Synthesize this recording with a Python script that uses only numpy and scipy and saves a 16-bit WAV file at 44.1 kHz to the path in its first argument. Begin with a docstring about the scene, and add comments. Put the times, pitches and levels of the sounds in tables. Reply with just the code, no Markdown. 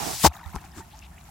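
"""Wading a woodland creek, camera against the shirt

Someone wades through a shallow creek, the small camera held close against their clothes.
Cloth, made of random clicks, rubs over the microphone ports; a snag makes the case ring and rasp.
Then water sloshes round the boots: gliding, dying tones make the bubbles and droplets,
bursts of noise the ticks. Decaying tones make the handling bumps; shaped noise, rumble and creek."""
import sys
import numpy as np
from scipy import signal
from scipy.fft import rfft, irfft
from scipy.io import wavfile
from scipy.ndimage import uniform_filter1d

SR = 44100
rng = np.random.default_rng(int(sys.argv[2]) if len(sys.argv) > 2 else 0)


def put_to_file(sound):
    """Save the sound as 16-bit audio at rate SR, in the file named by the first command-line argument."""
    columns = np.atleast_2d(sound).T  # one column per channel
    safe = np.clip(columns, -1, 1)
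    whole_steps = np.round(safe * 32767)
    wavfile.write(sys.argv[1], SR, whole_steps.astype(np.int16))


N = 57330

BUBBLE_RISE_S = 0.0017  # time constant of a bubble's swell


def rub():
    """Threads catch and slip on the case: a low rumble, nearly separate at each port."""
    # cloth on the case: time_s, left_db, right_db
    rub_levels = [(0, -71, -26.5), (.026, -46, -27.5), (.064, -76, -28), (.14, -65, -32), (.166, -49, -59),
                  (.22, -57, -67), (.238, -37, -54), (.25, -62.5, -72)]
    # its spectrum: frequency_hz, relative_db
    rub_colour = [(30, -13), (90, 0), (330, -1.5), (500, -8), (780, 1), (1100, -6.5), (1600, -13.5),
                  (3000, -16.5), (9000, -86)]
    grains = ports(lambda: clicks(2500, spread_db=1.2), shared=0.094)
    sides = np.array([curve(rub_levels, column=1), curve(rub_levels, column=2)])
    return colour(grains, rub_colour) * sides


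def swish():
    """Cloth slides over the ports: a hiss of fibres, shared in the bass and separate in the treble."""
    # cloth over the ports: time_s, left_db, right_db
    swish_levels = [(0, -64, -38.5), (.064, -40, -34.5), (.15, -36.5, -38), (.18, -40, -41.5),
                    (.205, -34, -31.5), (.238, -23.5, -31.5), (.25, -23.5, -35), (.269, -37, -43),
                    (.276, -22.5, -43), (.283, -39, -54), (.288, -92, -85)]
    # its spectrum: frequency_hz, relative_db
    swish_colour = [(300, -36), (1200, -9), (2600, -4), (3600, -2), (5000, -10), (8000, -0.5), (9500, -1),
                    (13000, -3.5), (16000, -8)]
    sides = np.array([curve(swish_levels, column=1), curve(swish_levels, column=2)])
    return colour(ports(fibres, shared=1.0), swish_colour) * sides


def brushes():
    """Light brushes of cloth: uneven clicks that swell and fade along a bell curve."""
    # brushes: centre_s, bell_width_s (standard deviation), level_db, left_minus_right_db
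    brush_rows = [(0.555, 0.0061, -43, -4.5), (0.617, 0.0034, -48.5, 5), (0.65, 0.0074, -48.5, 2),
                  (0.783, 0.022, -42.5, 4.5)]
    # their spectrum: frequency_hz, relative_db
    brush_colour = [(100, 14), (200, 2.5), (340, 11.5), (500, -7.5), (900, -5), (1600, -2), (3000, -8.5),
                    (7500, -5), (10000, -12.5), (16000, -15)]
    t = np.arange(N) / SR
    touch = 0
    for at, width, db, side in brush_rows:
        touch = touch + undb(db) * pan(side) * np.exp(-((t - at) / width) ** 2 / 2)
    grains = ports(lambda: clicks(8200, spread_db=2.8), shared=0.82)
    return touch * lean(colour(grains, brush_colour))


def knock():
    """The cloth snags hard on the case: clicks excite its resonances, and a wavering tone judders."""
    # resonances of the case: centre_hz, width_hz, relative_db
    case_modes = [(153, 74, 2), (356, 52, 3.5), (590, 160, -10), (725, 98, 6.5), (785, 127, 7),
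                  (1009, 64, 6.5), (1292, 84, -4.5), (1640, 200, -14)]
    # force of the snag: time_s, level_db
    snag_levels = [(.234, -83), (.239, -18), (.243, -28), (.246, -9.5), (.258, -16), (.268, -15.5),
                   (.275, -19), (.279, -34.5), (.286, -88)]
    judder_hz, judder_db, judder_at_s, judder_width_s = 886.7, -11.5, 0.2596, 0.0088
    t = np.arange(N) / SR
    body = 0
    for hz, width, db in case_modes:
        body = body + undb(db) * resonate(clicks(5000, spread_db=2.9), hz, width)
    # even out the ringing by its running level, so the snag alone sets the force
    body = body / np.sqrt(uniform_filter1d(body ** 2, size=600) + 1e-12)
    waver = unit(uniform_filter1d(rng.standard_normal(N), size=60))
    judder = np.sin(2 * np.pi * np.cumsum(judder_hz * (1 + 0.068 * waver)) / SR)
    grip = undb(judder_db) * np.exp(-((t - judder_at_s) / judder_width_s) ** 2 / 2)
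    return (body * curve(snag_levels) + judder * grip) * pan(7.5)


def rasp():
    """The snag drags fibres along the case, a short bright crackle."""
    # the rasp: time_s, level_db
    rasp_levels = [(.225, -35.5), (.24, -22), (.25, -14.5), (.258, -18.5), (.268, -11.5), (.275, -26.5),
                   (.284, -38), (.29, -82)]
    # its spectrum: frequency_hz, relative_db
    rasp_colour = [(1000, -17), (2600, -12.5), (3800, -0.5), (5000, 3), (7800, -1.5), (9500, -7.5),
                   (16000, -7)]
    return lean(colour(ports(fibres, shared=0.97), rasp_colour)) * curve(rasp_levels) * pan(1.4)


def bumps():
    """Dull knocks of the hand-held case, each a short decaying tone."""
    # bumps: start_s, pitch_hz, level_db, decay_s, left_minus_right_db
    bump_rows = [(0.127, 125, -44.5, 0.044, -21.5), (0.2409, 166.6, -6.5, 0.0068, 6),
                 (0.259, 74.2, -10.5, 0.017, 3.5), (.459, 80.5, -34.5, 0.028, -19.5),
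                 (0.5432, 164, -25.5, 0.0091, 6.5), (.546, 353, -33.5, 0.0047, 6),
                 (0.5593, 61.5, -21.5, 0.0093, 8), (0.5592, 230, -25, 0.0039, 2.5),
                 (0.56, 403, -36, 0.0063, 4)]
    out = 0
    for at, hz, db, decay, side in bump_rows:
        out = out + undb(db) * pan(side) * ring(at, hz, decay, rise=0.0013)
    return out


def bubbles():
    """Single bubbles stirred up by the boots, each a gliding tone that swells and dies away."""
    # bubbles: start_s, pitch_hz, level_db, decay_s, glide_octaves_per_s, left_minus_right_db
    bubble_rows = [(0.3148, 884, -33.5, 0.0048, -46, -6), (0.333, 2700, -44, 0.0031, 6, 19),
                   (0.334, 6470, -39, 0.0018, -23, 5), (.348, 6760, -35, 0.002, 3, 2),
                   (0.35, 1180, -39, 0.0064, 5, 13), (.366, 3720, -25.5, 0.00092, 18, 7),
                   (0.384, 1018, -38, 0.0063, 28.5, 6), (.412, 1028, -37.5, 0.0069, -17, 7),
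                   (.431, 1015, -38.5, 0.017, -19, 3), (.440, 3860, -38, 0.0017, 2, 14),
                   (0.446, 1700, -42, 0.0075, 18, 6), (.460, 990, -35, 0.0055, -31, 0),
                   (.46, 3580, -35, 0.0011, -2, 12), (.533, 940, -34.5, 0.0059, -32, 1),
                   (0.536, 2240, -40, 0.0024, -9, 17), (.547, 922, -33.5, 0.0081, 31, -4),
                   (.56, 884, -29.5, 0.0034, -12, 10), (0.565, 1270, -35.5, 0.0068, 14.5, -4),
                   (0.585, 1700, -34.5, 0.0022, 21, -10), (0.623, 910, -39, 0.0029, 14, 15),
                   (.6425, 833, -35.5, 0.0055, -11, 7), (0.659, 2680, -40.5, 0.0026, -45, 3),
                   (0.718, 5000, -32.5, 0.00095, 40, 9), (.735, 1720, -42, 0.0043, 13, 1),
                   (0.772, 291.5, -37.5, 0.015, 5.5, -3.5), (.781, 254, -37, 0.0082, 4, -1),
                   (.794, 374, -42, 0.013, -7, 0), (.803, 904, -38.5, 0.016, -0.5, -7),
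                   (0.822, 1820, -42.5, 0.0067, 2, 0), (.935, 841, -40.5, 0.015, 4, 3),
                   (1.021, 2670, -30.5, 0.00083, 1, 8), (1.025, 2610, -31.5, 0.0017, 15, 8),
                   (1.057, 2940, -42, 0.0022, -28, -5), (1.13, 1720, -50.5, 0.0093, 5, 4),
                   (1.178, 1660, -40.5, 0.0062, 120, -3), (1.211, 4490, -41.5, 0.0016, -100, 9.5),
                   (1.24, 7050, -38, 0.0017, 1, 9), (1.288, 854, -37.5, 0.0041, -16, 7)]
    out = 0
    for at, hz, db, decay, glide, side in bubble_rows:
        out = out + undb(db) * pan(side) * ring(at, hz, decay, BUBBLE_RISE_S, glide)
    return out


def gurgles():
    """Water sloshes round the boots: a crowd of small bubbles with little below the low cut."""
    # slosh: time_s, level_db
    slosh_levels = [(0, -43), (.3, -55), (.34, -47.5), (.45, -48.5), (.51, -54), (.56, -44.5),
                    (.605, -54.5), (.65, -52), (.71, -61.5), (.8, -49.5), (.88, -68), (.94, -63),
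                    (1.1, -64.5), (1.3, -62.5)]
    low_cut_hz = 583
    crowd = bubble_crowd(450, (745, 2200), 0.0027, glide=14.3, spread_db=8.5)
    low_cut = signal.butter(4, low_cut_hz, "high", fs=SR, output="sos")
    return signal.sosfilt(low_cut, crowd) * curve(slosh_levels)


def droplets():
    """Droplets fall back from the boots: a dense crowd of short, high bubble tones."""
    # drizzle: time_s, level_db
    drizzle_levels = [(0, -50), (.31, -59.5), (.34, -61), (.38, -65), (.41, -60.5), (.46, -62), (.55, -61),
                      (.6, -60), (.65, -67.5), (.71, -63.5), (.87, -69), (.93, -65), (1.05, -67),
                      (1.1, -70), (1.2, -61.5), (1.3, -90)]
    return bubble_crowd(1700, (2220, 8880), 0.0024, glide=24, spread_db=20.0) * curve(drizzle_levels)


def spray():
    """Fine spray and fizz on the surface: very short bubble tones, mostly separate at each port."""
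    # fizz: time_s, level_db
    fizz_levels = [(0, -72), (.315, -70), (.338, -53), (.37, -53.5), (.41, -61), (.47, -55), (.51, -54.5),
                   (.55, -56), (.6, -59), (.68, -59), (.72, -64), (.82, -60.5), (.98, -59.5), (1.1, -65.5),
                   (1.3, -57.5)]
    # its spectrum: frequency_hz, relative_db
    spray_colour = [(2200, 7.5), (5000, -10.5), (7500, -5.5), (9200, -8.5), (11000, -4), (16000, 0)]

    def specks():
        """One channel of tiny specks."""
        return bubble_crowd(990, (4700, 15600), 0.00018, glide=20, spread_db=14)[0]

    return colour(ports(specks, shared=0.23), spray_colour) * pan(0.56) * curve(fizz_levels)


def ticks():
    """Sharp ticks of drops landing: decaying noise bursts, each passed twice through its own band."""
    # ticks: start_s, peak_db (before panning), centre_hz, left_minus_right_db
    tick_rows = [(.3355, -44, 13500, 3), (.3575, -44, 12800, 8), (.367, -40, 11800, 4),
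                 (.3845, -41, 7600, 0), (.4705, -42, 12600, -1), (.5012, -41, 7530, 6),
                 (.5282, -39, 12000, -5), (.5355, -43, 5000, 13), (.5555, -33.5, 10700, 21),
                 (.5555, -33.5, 6460, 14), (.5573, -35.5, 6600, 15), (.561, -24, 1070, 5.5),
                 (.5613, -35, 5500, 17), (.6405, -40, 1410, -20), (.783, -36, 1500, -8),
                 (0.991, -35.5, 5930, 10), (1.051, -44, 5150, 3)]
    burst_decay_s = 0.00034
    out = 0
    for at, db, hz, side in tick_rows:
        age = np.arange(N) / SR - at
        burst = ports(white_noise, shared=0.9) * (age >= 0) * np.exp(-np.abs(age) / burst_decay_s)
        width = min(0.71 * hz, SR / 8)
        tick = resonate(resonate(burst, hz, width), hz, width)
        out = out + undb(db) * pan(side) * tick / np.abs(tick).max()
    return out


def trickles():
    """Water runs off a lifted boot in short, dense showers of like-sized droplets."""
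    # showers: centre_s, bell_width_s (standard deviation of the power), level_db, middle_hz
    trickle_rows = [(.922, 0.014, -60, 3600), (0.973, 0.015, -60, 5800), (1.043, 0.013, -59, 4500),
                    (1.044, .014, -55.5, 2620)]
    spread = 1.295  # pitches reach this factor below and above the middle
    t = np.arange(N) / SR
    out = 0
    for at, width, db, hz in trickle_rows:
        pitches, span = (hz / spread, hz * spread), (at - 2 * width, at + 2 * width)
        shower = bubble_crowd(900, pitches, 0.00045, glide=28, spread_db=14, span=span)
        out = out + undb(db) * shower * np.exp(-((t - at) / width) ** 2 / 4)
    return out * pan(3)


def creek():
    """The running creek behind: steady shaped noise, mostly separate at each port."""
    # its spectrum: frequency_hz, relative_db
    creek_colour = [(250, -25), (500, -21), (680, 0), (850, -3), (1200, -7.5), (2500, -16.5), (4500, -22.5),
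                    (7500, -18), (9200, -21.5), (11000, -17), (16000, -28)]
    return undb(-56.5) * colour(ports(white_noise, shared=0.29), creek_colour) * pan(0.51)


def rumble():
    """Steady low rumble of the held camera, noise nearly alike at both ports."""
    # its spectrum: frequency_hz, relative_db
    rumble_colour = [(20, -37), (45, -1), (68, 6.5), (110, -7.5), (175, -4), (260, -17.5), (370, -19),
                     (460, -32), (1000, -63)]
    return undb(-48.5) * colour(ports(white_noise, shared=0.97), rumble_colour)


def bubble_crowd(rate, hz_range, decay, glide, spread_db, span=(0, N / SR)):
    """Many bubbles at random moments of a span; the higher are rarer and die sooner.

    rate is per second, decay in s for the lowest pitch; glides run from -1 to 2 times glide (octaves/s)."""
    out = np.zeros((2, N))
    low, high = hz_range
    length = span[1] - span[0]
    for when, pitch, size, bend, side in rng.random((int(rate * length), 5)):
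        hz = low * (high / low) ** (pitch ** 1.5)
        at = span[0] + when * length
        rise = min(BUBBLE_RISE_S, decay / 2)
        tone = ring(at, hz, decay * np.sqrt(low / hz), rise, glide * (3 * bend - 1))
        heard = slice(int(at * SR), int((at + 10 * decay) * SR))
        out[:, heard] += undb(spread_db * size ** 2) * pan(12 * (side - .42)) * tone[heard]
    # a short span keeps an rms near one inside itself
    return unit(out) * np.sqrt(length * SR / N)


def ring(start, hz, decay, rise, glide=0):
    """A tone that swells and dies away; it bursts once its glide has gone far enough."""
    burst_octaves = 0.96
    out = np.zeros(N)
    first = int(np.clip(start * SR, 0, N - 1))
    age = np.arange(min(int(8 * decay * SR), N - first)) / SR
    phase = 2 * np.pi * np.cumsum(np.minimum(hz * 2 ** (glide * age), SR / 2)) / SR
    alive = np.exp(-(glide * age / burst_octaves) ** 8)
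    swell = 1 - np.exp(-age / rise)
    out[first:first + len(age)] = np.sin(phase) * np.exp(-age / decay) * swell * alive
    return out


def fibres():
    """The fine, even crackle of fibres sliding over plastic."""
    return clicks(20000, spread_db=1)


def clicks(rate, spread_db):
    """Random one-sample impulses of uneven size, rate per second on average."""
    struck = rng.random(N) < rate / SR
    return unit(struck * rng.standard_normal(N) * undb(spread_db * rng.standard_normal(N)))


def white_noise():
    """Noise with equal power at every frequency."""
    return rng.standard_normal(N)


def resonate(x, hz, width_hz):
    """One resonance, gain one at its centre."""
    return signal.lfilter(*signal.iirpeak(hz, hz / width_hz, fs=SR), x)


def colour(x, points):
    """Filter by a spectrum drawn on a log-frequency axis, then scale to an rms of one."""
    hz, db = np.array(points).T
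    f = np.arange(N + 1) * SR / (2 * N)
    gain = undb(np.interp(np.log(f + 1), np.log(hz), db))
    return unit(irfft(rfft(x, 2 * N) * gain)[..., :N])


def ports(source, shared):
    """Two microphone ports that share part of their power, less so in the treble."""
    apart_hz = 5500  # the shared part has halved here
    f = np.arange(N // 2 + 1) * SR / N
    common = np.clip(shared, 0, 1) / (1 + (f / apart_hz) ** 2)
    both = np.sqrt(common) * rfft(source())
    own = np.sqrt(1 - common) * rfft(np.array([source(), source()]))
    return irfft(both + own, N)


def lean(x):
    """Tip each band of a contact sound towards the left or right port."""
    # tilt: frequency_hz, left_minus_right_db
    tilt = [(300, -4.5), (900, 0), (2500, 1), (4800, -2), (7300, 8.5), (10000, 3.5), (15000, -2)]
    hz, db = np.array(tilt).T
    side = np.interp(np.log(np.arange(N // 2 + 1) * SR / N + 1), np.log(hz), db)
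    return irfft(rfft(x) * undb(np.array([side, -side]) / 2), N)


def pan(db):
    """Left and right gains for a left-minus-right level difference."""
    return undb(np.array([[db], [-db]]) / 2)


def curve(rows, column=1):
    """Gain over time from a table of moments and decibels."""
    rows = np.array(rows)
    return undb(np.interp(np.arange(N) / SR, rows[:, 0], rows[:, column]))


def unit(x):
    """Scale to an rms of one."""
    return x / np.sqrt(np.mean(x ** 2))


def undb(db):
    """Decibels to gain."""
    return 10 ** (np.asarray(db) / 20)


def scene():
    """Everything at the two microphone ports."""
    contact = rub() + swish() + brushes() + knock() + rasp() + bumps()
    water = bubbles() + gurgles() + droplets() + spray() + ticks() + trickles()
    return contact + water + creek() + rumble()


def record(dry):
    """The camera drops the deepest bass, rounds off loud peaks and cuts the top."""
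    ceiling, low_cut_hz, top_hz = 0.85, 42.5, 15900
    low_cut = signal.butter(2, low_cut_hz, "high", fs=SR, output="sos")
    top_cut = signal.ellip(10, .2, 80, top_hz, fs=SR, output="sos")
    thinned = signal.sosfilt(low_cut, dry)
    rounded = ceiling * np.tanh(thinned / ceiling)
    return signal.sosfilt(top_cut, rounded)


dry = scene()
out = record(dry)
put_to_file(out)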